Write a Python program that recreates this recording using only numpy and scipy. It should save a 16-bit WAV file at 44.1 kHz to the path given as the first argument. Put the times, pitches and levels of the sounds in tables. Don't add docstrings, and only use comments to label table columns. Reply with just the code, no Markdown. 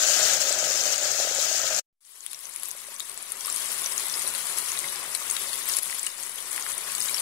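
import sys
import numpy as np
from scipy import signal
from scipy.fft import rfft, irfft, next_fast_len
from scipy.io import wavfile
from scipy.ndimage import uniform_filter1d, map_coordinates

SR = 44100
rng = np.random.default_rng(int(sys.argv[2]) if len(sys.argv) > 2 else 0)


def magnitude_from_level(level_db):
    exponent = np.asarray(level_db, float) / 20
    return 10 ** exponent


def dump(signal):
    limited = np.clip(np.atleast_2d(signal).T, -1, 1)
    pcm = np.round(limited * 32767).astype(np.int16)
    wavfile.write(sys.argv[1], SR, pcm)


N = 317961
POT, PAN = 0, 1
CUT_S, WAKE_S = 1.9, 2.03


def unit(x):
    return x / np.sqrt(np.mean(x ** 2) + 1e-20)


def along(points, hz):
    f, value = np.transpose(points)
    return np.interp(np.log(hz + 1), np.log(f + 1), value)


def wobble(rate):
    knots = rng.standard_normal(int(N * rate / SR) + 4)
    return map_coordinates(knots, [np.arange(N) * rate / SR])


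def filtered(x, response):
    m = next_fast_len(N + 8192)
    return irfft(rfft(x, m) * response(np.fft.rfftfreq(m, 1 / SR)), m)[..., :N]


def rings(s, size, hz, t60, rise, rough, order, count=1, swell=.001):
    t = np.arange(order) / SR
    life = t / t60[:, None]
    turn = 2 * np.pi * hz[:, None] * t * (1 + rise * np.minimum(life, 1))
    grit = uniform_filter1d(rng.standard_normal(turn.shape), count)
    wave = np.sin(turn) * (1 + rough * np.sqrt(count) * grit)
    wave *= magnitude_from_level(-60 * life) * (1 - np.exp(-life / swell))
    wave *= (size / np.abs(wave).max(1))[:, None]
    at = np.round(s * SR).astype(int)[:, None] + np.arange(order)
    return np.bincount(at.ravel(), wave.ravel(), N + order)[:N]


def bubbles(lo_hz, hi_hz, cycles, spread_db, count, order):
    u = rng.random((count, 4))
    hz = lo_hz * (min(hi_hz, SR / 2.4) / lo_hz) ** u[:, 1]
    life = cycles * 4 ** (u[:, 3] - .5)
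    rank = np.minimum(-np.log(1 - u[:, 2]), 4.5)
    size = hz / np.sqrt(life) * magnitude_from_level(spread_db * rank)
    grains = rings(u[:, 0] * (N - 1) / SR, size, hz, life / hz, rise=.08, rough=0.15, order=order)
    hiss = filtered(rng.standard_normal(N), lambda f: (f > lo_hz / 2) & (f < 1.5 * hi_hz))
    return unit(grains), unit(hiss)


def froth():
    gurgle = lambda: bubbles(60, 1067, cycles=10.6, spread_db=2, count=2000, order=800)
    body = lambda: bubbles(784, 3800, cycles=34, spread_db=2.0, count=3500, order=450)
    fizz = lambda: bubbles(2800, 16000, cycles=55, spread_db=2.5, count=7000, order=220)
    return [np.array([make(), make()]) for make in (gurgle, body, fizz)]


# (time [s], vigour [dB], coarse over fine bubbles [dB])
VIGOUR = [
    [(0, -24, 1), (.125, -24, -0.5), (.27, -23.5, 1.5), (.45, -25.5, -2), (.63, -28, 1), (1.0, -27.5, -0.5),
     (1.25, -27.5, 0.5), (1.5, -28.5, -0.5), (1.8, -27.5, 2)],
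    [(2.3, -46, -2), (2.8, -44.5, -1), (3.27, -44, 0.5), (3.45, -38, -0.5), (3.7, -33.5, -2.5),
     (3.85, -36.5, 0.5), (4.15, -35.5, 0.5), (4.65, -34.5, -1.5), (5.05, -38.5, 2.5), (5.2, -36.5, -0.5),
     (5.65, -36, -0.5), (5.95, -35.5, -3), (6.1, -41.5, -.5), (6.45, -40, 0.5), (6.57, -37, 1.5),
     (6.82, -38, 1.5), (6.97, -35.5, -0.5), (7.21, -33.5, -2)],
]
# (gurgle [dB], body [dB], fizz [dB])
SIZE_DB = [
    (-14, -12, 0.078),
    (-16, -9, 0.37),
]
COARSE_SHARE = (1.1, 0.8, 0)
FLARE_SHARE = (.4, .5, 1.0)
# (time [s], level [dB], half length [s])
FLARES = [(0.385, -4, .012), (0.506, -2.5, .01), (.575, -2.5, .012), (1.36, -3, 0.022), (2.315, 0.5, .02),
          (2.438, 3.5, .012), (2.67, 4.5, .05), (3.35, 0, .04), (3.922, 4, .01), (5.715, 5, 0.033),
          (5.789, 5.5, 0.0093), (5.859, 0, .015)]


def levels(vessel):
    wake_db, wake_time_s = (-23, -21, -17.5), (0.13, 0.13, .09)
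    duck_s, duck_db, duck_time_s = 5.797, -3, .018
    t = np.arange(N) / SR
    s, vigour_db, coarse_db = np.transpose(VIGOUR[vessel])
    since = np.maximum(t - duck_s, 0) / duck_time_s
    base_db = np.interp(t, s, vigour_db) + vessel * duck_db * since * np.exp(1 - since)
    flare_db = sum(db * np.exp(-((t - at) / half) ** 2) for at, db, half in FLARES)
    waking = lambda time: vessel * np.exp(-np.maximum(t - WAKE_S, 0) / time)
    rows = zip(SIZE_DB[vessel], COARSE_SHARE, FLARE_SHARE, wake_db, wake_time_s)
    return [base_db + under + coarse * np.interp(t, s, coarse_db) + flare * flare_db + wake * waking(time)
            for under, coarse, flare, wake, time in rows]


def patchy(x, depth_db):
    z = signal.stft(x, nperseg=128)[2]
    field = uniform_filter1d(rng.standard_normal(z.shape[1:]), 3, 0)
    field = uniform_filter1d(field, 9, 1)
    return signal.istft(z * magnitude_from_level(depth_db * unit(field)), nperseg=128)[1][:, :N]


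# (frequency [Hz], level [dB per Hz])
GURGLE = [
    [(15, -63.5), (25, -27), (76, -25.5), (117, -17), (172, -22), (210, -27), (249, -18.5), (309, -18),
     (484, -11.5), (539, -5.5), (610, -2), (898, -16), (1000, -14), (1300, -47), (2200, -120)],
    [(15, -53), (25, -15.5), (119, -16), (231, -11.5), (265, -13.5), (372, -5), (448, -5.5), (548, -4.5),
     (806, -4), (1000, 0), (1300, -41.5), (2200, -120)],
]
# (frequency [Hz], level [dB per Hz])
BODY = [
    [(500, -34), (850, -16), (1100, -7.5), (1260, 2), (1490, 2.5), (2290, -1), (2650, 1), (3500, -9.5),
     (4550, -33), (7700, -120)],
    [(500, -38.5), (850, -9.5), (1090, -3), (1440, -4), (1550, -5), (2040, -2.5), (2470, -4.5),
     (3500, -8.5), (4550, -12), (7700, -120)],
]
# (frequency [Hz], level [dB per Hz])
FIZZ = [
    [(1760, -40), (3000, -10.5), (3590, -10.5), (5470, -4.5), (6860, -1), (9890, -16.5), (14400, -19.5),
     (15600, -20.5)],
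    [(1760, -35), (3000, -8.5), (6820, -6), (7830, -2.5), (8800, -2), (10300, -0.5), (12500, -9.5),
     (14600, -15), (15600, -15.5)],
]
# (frequency
# [Hz], width [Hz], level [dB])
HOLLOW = [
    [(163, 14, 6.5), (376, 12, 4), (545, 14, 6), (610, 13, 2.5), (762, 16, 7.5), (814, 20, 6),
     (1276, 25, 4), (1558, 30, 5.5), (1670, 35, 3.5), (6870, 1100, 0.5)],
    [(165.5, 14, 9.5), (241.3, 6.1, 11.5), (392, 13, 5.5), (562, 12, 7), (870, 20, -12), (1100, 62, 5),
     (1210, 9.9, 6), (2800, 1500, -0.5), (10200, 1200, 2)],
]
# (pot [dB], pan [dB])
PATCHY_DB = (1.5, 1.78)


def boiling(sizes, vessel):
    clumps = 0.45 * wobble(14) + .8 * wobble(50)
    hollow_db = lambda f: sum(db / (1 + (2 * (f - hz) / width) ** 2) for hz, width, db in HOLLOW[vessel])
    # (colour, clump dB, own dB, lift dB)
    moods = [(GURGLE, .5, 1.2, .2), (BODY, .6, .8, .8), (FIZZ, .85, .75, .3)]
    share = (.14, .28)[vessel]
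    out = 0
    for pair, (colour, clump_db, own_db, lift_db), db in zip(sizes, moods, levels(vessel)):
        pair = np.sqrt(share) * pair[:, 0] + np.sqrt(1 - share) * pair[:, 1]
        pair = filtered(pair, lambda f: magnitude_from_level(along(colour[vessel], f) + hollow_db(f)))
        if colour is FIZZ:
            pair = patchy(pair, PATCHY_DB[vessel])
        swell_db = db + lift_db + clump_db * clumps + own_db * wobble(25)
        out = out + unit(pair) * magnitude_from_level(swell_db)
    return out


def spits(table, vessel):
    s, db, hz, t60, crack_db = np.transpose(table)
    t60 = np.clip(t60, .001, .03)
    same = np.ones(len(s))
    ring = rings(s, magnitude_from_level(db + 0.5), hz, 1.72 * t60, rise=0.037, rough=0.57, order=800, count=9, swell=.025)
    broad = magnitude_from_level(db + crack_db - 3) * np.sqrt(SR / hz)
    crack = 1.15 * rings(s, broad, 9000 * same, 0.00074 * same, rise=0, rough=1.7, order=100)
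    puff = rings(s, magnitude_from_level(db - 10.5), 6000 * same, 1.7 * t60, rise=0, rough=8.0, order=500)
    port = lambda f: magnitude_from_level(4.5 + 0.64 * np.where(f > 3000, along(FIZZ[vessel], f), -11))
    dry = ring + filtered(crack + puff, port)
    dry = filtered(dry, lambda f: f ** 4 / (f ** 4 + 1000 ** 4))
    t = np.arange(2600) / SR
    walls = [unit(rng.standard_normal(len(t)) * magnitude_from_level(-60 * t / 0.097)) / np.sqrt(len(t)) for side in range(2)]
    near = dry + magnitude_from_level(-13) * signal.fftconvolve(dry, walls[0])[:N]
    far = magnitude_from_level(-5.0) * signal.fftconvolve(dry, walls[1])[:N]
    return np.array([near, far])


# (time [s], peak [dB], pitch [Hz], t60 [s], crack against the ring [dB])
POT_SPITS = [
    (0.1344, -15, 4970, 0.0092, -14),
    (0.3345, -11, 6700, 0.0043, -18),
    (0.5253, -12.5, 8000, 0.0049, -10),
    (0.8373, -15.5, 6400, 0.0042, -24),
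    (0.9803, -14, 6870, 0.0066, -29),
    (1.1167, -13, 6500, 0.003, -17.5),
    (1.7463, -16, 6470, 0.004, -15),
    (1.7637, -14.5, 7010, 0.0067, -15.5),
]
# (time [s], peak [dB], pitch [Hz])
POT_CRACKLES = [(0.0513, -18, 6100), (0.4035, -13, 7150), (0.589, -9, 6400), (0.6424, -14, 6800),
                (0.73, -19, 6730), (0.774, -15, 6870), (0.9605, -12, 6250), (1.349, -11, 7200),
                (1.4144, -11.5, 7050), (1.5279, -10.5, 6400), (1.5943, -14, 6310), (1.6164, -16, 5820)]


def pot_drops():
    lesser = [(at, db - 2.5, hz, 0.0045, -24) for at, db, hz in POT_CRACKLES]
    return np.vstack([POT_SPITS, lesser])


# (time [s], peak [dB], pitch [Hz])
TICKS = [(2.094, -41.5, 10850), (2.2065, -30, 6780), (2.2639, -21, 9000), (2.3322, -24, 10470),
         (5.7627, -20.5, 10360), (2.4968, -24.5, 9640), (2.5614, -19, 10270), (2.6335, -17.5, 10200),
         (2.6465, -29, 11200), (2.6854, -21.5, 11140), (2.7081, -26, 6480), (2.7133, -21, 9440),
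         (2.9974, -20.5, 6880), (5.9458, -27.5, 11430), (3.1758, -23.5, 7860), (3.4093, -22, 5810),
         (3.4699, -17.0, 10700), (3.5265, -16, 9680), (3.5617, -17, 8700), (4.1945, -17.0, 7880),
         (4.386, -21, 10200), (4.5858, -11.5, 10700), (5.3952, -23.5, 12600), (5.6886, -17, 13870),
         (5.9857, -21, 11500), (6.5297, -17.5, 9660), (6.5618, -14.5, 9370), (6.6249, -20.5, 6330),
         (6.7182, -19, 7620), (6.9819, -16, 8900)]
# (time [s], peak [dB])
SNAPS = [(2.39, -29.5), (2.5985, -22), (2.6752, -20.5), (2.7654, -19), (2.818, -22), (2.9514, -20),
         (3.1156, -20), (3.1434, -24), (3.7854, -14), (4.006, -10), (4.0565, -12.5), (4.0669, -12.5),
         (4.2643, -15.5), (4.2934, -21.0), (4.3036, -13), (4.4693, -16.5), (5.2782, -22.5), (5.557, -10.5),
         (5.8795, -16.0), (6.5685, -18), (6.9082, -17), (6.9182, -21.5), (7.0285, -10.5)]
# (time [s], peak [dB], pitch [Hz], t60 [s])
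BLISTERS = [(2.3457, -27.5, 5700, 0.0054), (2.4543, -27, 6120, 0.006), (4.0974, -20.5, 5840, 0.007),
            (2.656, -24.5, 10700, 0.0047), (2.9417, -28.5, 8140, 0.0078), (3.3196, -18, 9540, 0.0087),
            (3.4996, -16.5, 7440, 0.0048), (3.8604, -17, 5900, 0.0067), (3.979, -14.5, 6610, 0.004),
            (4.084, -18.5, 10300, 0.0052), (4.1231, -23, 9330, 0.013), (4.2755, -17, 10070, 0.0069),
            (4.574, -21.5, 7800, 0.011), (4.7897, -17.5, 8700, 0.0063), (4.9226, -21, 10300, 0.0076),
            (5.299, -18.5, 6500, 0.0053), (5.3107, -14, 8680, 0.0061), (5.767, -11, 9980, 0.011),
            (5.7858, -16.5, 9520, 0.012), (5.832, -16, 10040, 0.0057), (5.9934, -19.5, 7680, 0.0067),
            (6.0296, -18.5, 9360, 0.012), (6.0654, -15, 7930, 0.0052), (6.2278, -24.5, 10180, 0.0061),
            (6.7789, -19, 9250, 0.015), (6.9503, -19, 7750, 0.0087), (7.0031, -16, 8360, 0.0085),
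            (7.022, -15.5, 6590, 0.0046), (7.082, -18, 7020, 0.004), (7.1981, -18, 9340, 0.004)]
# (time [s], peak [dB], pitch [Hz], t60 [s], crack against the ring [dB])
POPS = [(2.264, -27, 3560, 0.0018, 0.5), (2.3107, -37, 3690, 0.009, -11), (2.3312, -36.0, 4060, 0.009, 3.5),
        (4.267, -23.5, 4000, 0.006, -11.5), (3.0037, -19, 3690, 0.0029, -11),
        (4.1394, -20, 5060, 0.013, -16), (4.3504, -17.5, 4180, 0.0021, -5),
        (4.7738, -23, 3840, 0.0085, -13), (4.8413, -25, 2070, 0.013, -9.5),
        (4.9582, -24, 5110, 0.0048, -11.5), (5.149, -18.5, 4200, 0.0042, -22.5),
        (5.1496, -20.5, 8170, .008, -25.5), (5.1502, -19.5, 9950, 0.009, -26),
        (5.3664, -16.5, 3790, 0.006, -9), (5.8984, -23.5, 2330, 0.0023, -8),
        (5.5313, -23.0, 4300, 0.0079, 0), (5.7373, -19.5, 5320, 0.0045, -15.5),
        (5.9263, -24.5, 2000, 0.0074, -16), (6.0685, -23, 2890, 0.0098, -2),
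        (6.579, -17.5, 1905, 0.0014, -13.5), (6.6647, -18.5, 1680, 0.0015, -18.5),
        (6.9505, -18, 4310, 0.0024, -14.5), (7.013, -18.5, 5040, 0.0065, -11.5),
        (7.085, -24, 3840, 0.014, -8.0), (7.144, -15.5, 5450, 0.01, -8.5), (7.17, -26, 2900, 0.0026, -15)]
# (time [s], peak [dB], pitch [Hz])
CRACKLES = [(2.0502, -37, 5940), (2.1742, -32, 9350), (2.3144, -27.5, 8960), (2.4339, -24.5, 8830),
            (2.4681, -24.5, 10900), (2.5376, -23, 7750), (2.5854, -32, 10100), (2.8376, -33.5, 11110),
            (2.9115, -39.5, 9540), (2.9636, -21.5, 6240), (3.0959, -20.5, 8570), (3.2263, -23, 8340),
            (3.3702, -24.5, 10470), (3.4587, -12.5, 11020), (3.5439, -15.5, 10600), (3.581, -14.5, 10170),
            (3.6591, -14.5, 8230), (3.7797, -16, 9430), (3.7968, -21, 9220), (3.8437, -22.0, 10420),
            (3.9215, -18.5, 5000), (3.9807, -11, 9220), (4.1025, -25, 11500), (4.1715, -18.5, 1200),
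            (4.3386, -14, 9430), (4.7187, -14, 6660), (5.0614, -17.5, 7970), (5.3196, -17, 7970),
            (5.4375, -18.5, 10800), (5.5777, -18, 10380), (5.6568, -15.5, 12660), (5.6985, -15.5, 8200),
            (5.7727, -17.5, 5500), (5.7915, -18, 11000), (5.8285, -17.5, 11540), (5.8575, -13, 10470),
            (5.9064, -14.5, 10420), (6.0373, -21, 9130), (6.0471, -20, 7430), (6.2339, -22.5, 8530),
            (6.264, -18.5, 10510), (6.295, -15, 10330), (6.3166, -27.5, 9910), (6.3578, -17, 10570),
            (6.4045, -18.5, 10210), (6.5158, -18, 8010), (6.5972, -15.5, 9430), (6.6983, -19.5, 9390),
            (6.8118, -20.5, 10500), (7.0332, -18.5, 11500), (7.0577, -15.5, 6300), (7.0945, -17, 2300),
            (7.0957, -13, 9170)]
# (time [s], peak [dB], pitch [Hz])
BEADS = [(2.1876, -42, 11770), (2.3913, -31, 8870), (2.4087, -38, 13460), (2.4924, -31.5, 10070),
         (2.656, -27.5, 6950), (2.7126, -32.5, 6360), (2.8484, -39, 2020), (2.9858, -39, 14010),
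         (2.9972, -35.5, 1180), (3.005, -25, 10170), (3.1443, -32.5, 14050), (3.4488, -26.5, 5230),
         (3.4805, -27, 1180), (3.7179, -23, 11000), (3.844, -23.5, 5890), (3.8636, -30.5, 5800),
         (4.154, -25, 5460), (4.2, -24.5, 8170), (4.2187, -25, 6290), (4.2956, -30, 6560),
         (4.4698, -21.5, 8380), (4.4963, -24.5, 9480), (4.6434, -34.5, 5710), (4.7947, -30, 12720),
         (4.8859, -27, 3860), (4.9009, -23, 10020), (4.943, -27.5, 8260), (4.9471, -32, 13570),
         (5.2172, -30.5, 1190), (5.2789, -23, 7130), (5.3013, -18, 9270), (5.3665, -21, 8170),
         (5.4716, -25, 7200), (5.4934, -26.5, 3960), (5.5318, -19, 9350), (5.5391, -29, 3430),
         (5.5391, -30.5, 6030), (5.6968, -22.5, 5490), (5.7481, -26.5, 4550), (5.7861, -15.5, 8080),
         (6.0413, -35.5, 2210), (6.1009, -31.5, 5580), (6.2337, -30, 6420), (6.238, -31, 9350),
         (6.2778, -30, 8140), (6.3836, -29, 3360), (6.5101, -22.5, 8740), (6.6099, -28, 6400),
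         (6.6638, -29, 10290), (6.92, -22, 8600), (6.9823, -29.5, 2980), (7.0985, -23, 11590),
         (7.1442, -26, 10310), (7.1703, -30, 2970), (7.1819, -22, 4800)]


def pan_drops(count):
    tick_t60_s, tick_crack_db = 0.0026, -13.5
    u, z = rng.random((count, 2)), rng.standard_normal((count, 3))
    s = WAKE_S + u[:, 0] * ((N - 1) / SR - WAKE_S)
    db = levels(PAN)[2][(s * SR).astype(int)] - 7 - 1.5 * np.log(1 - .95 * u[:, 1])
    hz = np.clip(8000 * np.exp(0.35 * z[:, 0]), 1500, 14000)
    spatter = np.transpose([s, db, hz, 0.0024 * np.exp(0.57 * z[:, 1]), -12 + 3 * z[:, 2]])
    ticks = [(at, db, hz, tick_t60_s, tick_crack_db) for at, db, hz in TICKS]
    snaps = [(at, db - 9, 10300, tick_t60_s, -4.5) for at, db in SNAPS]
    blisters = [(at, db, hz, t60, -24 - 0.57 * (db + 20)) for at, db, hz, t60 in BLISTERS]
    crackles = [(at, db - 6, hz, .004, -9.5) for at, db, hz in CRACKLES]
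    beads = [(at, db + 1.5, hz, 48 / hz / 2.1, -28.5) for at, db, hz in BEADS]
    return np.vstack([ticks, snaps, blisters, POPS, crackles, beads, spatter])


# (time [s], peak [dB], pitch [Hz])
POT_GLUGS = [(0.029, -31.5, 614), (0.08, -46, 608), (0.169, -32, 697), (0.198, -27, 619), (0.228, -27, 630),
             (0.288, -29, 633), (0.411, -29.5, 619), (0.48, -36, 536), (0.507, -21, 608), (0.582, -34, 616),
             (0.627, -24, 606), (0.67, -24.5, 614), (0.706, -27, 554), (0.786, -50, 546), (0.818, -47, 611),
             (0.864, -25.5, 611), (1.026, -31, 563), (1.054, -30, 570), (1.08, -31, 592), (1.119, -35, 565),
             (1.147, -30, 622), (1.189, -29, 654), (1.199, -23, 616), (1.249, -25.5, 571),
             (1.272, -26, 622), (1.312, -27, 546), (1.385, -25.5, 552), (1.43, -34, 611),
             (1.464, -33.5, 684), (1.513, -26.5, 616), (1.546, -29.5, 630), (1.593, -33.5, 721),
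             (1.642, -28, 627), (1.708, -26, 619), (1.783, -34.5, 686)]
# (time [s], peak [dB], pitch [Hz])
PAN_GLUGS = [
    (2.75, -47, 560),
    (2.885, -45, 573),
    (3.86, -45, 570),
]


def glugs(table):
    s, db, hz = np.transpose(table)
    t60 = np.full(len(s), 0.029)
    boom = rings(s, magnitude_from_level(db - 1.0), 0.992 * hz, t60, rise=0.054, rough=0, order=1800, swell=0.018)
    boom = filtered(boom, lambda f: f ** 4 / (f ** 4 + 250 ** 4))
    return np.array([boom, boom])


# (frequency [Hz], left minus right [dB])
SHADE = [
    [(60, 1), (120, -2.8), (240, 4.5), (480, 3), (950, 4), (1890, 2.5), (3770, 9), (7520, 20.5), (15000, 4)],
    [(60, -.3), (120, -0.7), (240, 3), (480, 1.5), (950, 3.5), (1890, 4.5), (3770, 4), (7520, 12.5),
     (15000, 36.5)],
]
# (frequency [Hz], coherence [0-1])
ALIKE = [(30, 0.93), (60, 1), (160, 0.91), (450, 0.93), (800, 0.84), (1300, 0.5), (3000, 0.091),
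         (8000, .03)]


def microphones(near, far, vessel):
    alike = lambda f: np.clip(along(ALIKE, f), 0, 1)
    lag = lambda f: np.exp(-2j * np.pi * f * 0.00014)
    shade = lambda f: magnitude_from_level(-along(SHADE[vessel], f))

    def paths(f):
        direct = shade(f) * alike(f) * lag(f)
        diffuse = shade(f) * np.sqrt(1 - alike(f) ** 2)
        both = 2 / np.sqrt(1 + shade(f) ** 2 + 2 * shade(f) * np.real(alike(f) * lag(f)))
        return both * [f * 0 + 1, direct, diffuse]

    left, direct, diffuse = filtered(np.array([near, near, far]), paths)
    return np.array([left, direct + diffuse])


def scene():
    sizes = froth()
    pot = boiling(sizes, POT) + spits(pot_drops(), POT) + glugs(POT_GLUGS)
    pan = boiling(sizes, PAN) + spits(pan_drops(count=150), PAN) + glugs(PAN_GLUGS)
    pot, pan = microphones(*pot, POT), microphones(*pan, PAN)
    return np.where(np.arange(N) < CUT_S * SR, pot, pan)


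def thinned(x):
    # (Hz, dB against the usual level), left then right
    bars = [[(500, -35.5), (1200, -15), (3000, -1.5), (5500, -8.5), (15000, -6.0)],
            [(500, -38), (1200, -18.5), (3000, -3.0), (9000, 7.0)]]
    hz, t, z = signal.stft(x, SR, nperseg=2048)
    power = np.abs(z) ** 2
    usual = np.sqrt(np.abs(uniform_filter1d(uniform_filter1d(power, 40, 1), 3, 2)))
    chance = rng.standard_normal((len(hz) // 6 + 1, len(t))).repeat(6, 0)[:len(hz)]
    bar_db = np.array([along(bar, hz) for bar in bars])[:, :, None] + 4 * unit(uniform_filter1d(chance, 4, 1))
    thin = z * (np.abs(z) > usual * magnitude_from_level(bar_db))
    thin *= np.sqrt(power.sum(2) / ((np.abs(thin) ** 2).sum(2) + 1e-20))[..., None]
    return signal.istft(thin, SR, nperseg=2048)[1][:, :N]


# (time [s], level [dB])
FADER = [
    (1.794, -0.5),
    (1.8, -14.5),
    (1.813, -36),
    (1.826, -82),
    (1.95, -90),
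    (1.956, -44),
    (2.004, -38),
    (2.007, -6),
    (2.03, 1),
]


def fader(t):
    s, db = np.transpose(FADER)
    return magnitude_from_level(np.interp(t, s, db))


def top_cut(x):
    return signal.sosfilt(signal.butter(12, 16000, fs=SR, output="sos"), x)


def record(dry):
    t = np.arange(N) / SR
    gain = fader(t)
    x = filtered(thinned(dry), lambda f: f < 15750) * gain
    creep = 1 - 0.88 * np.exp(-np.maximum(t - WAKE_S, 0) / 1)
    offset = -.00045 * np.where(t < CUT_S, gain + .03, creep)
    x = x + offset + magnitude_from_level(-100) * rng.standard_normal(N)
    x = x * ((t < 1.86) | (t > 1.928))
    return top_cut(x)


dry = scene()
out = record(dry)
dump(out)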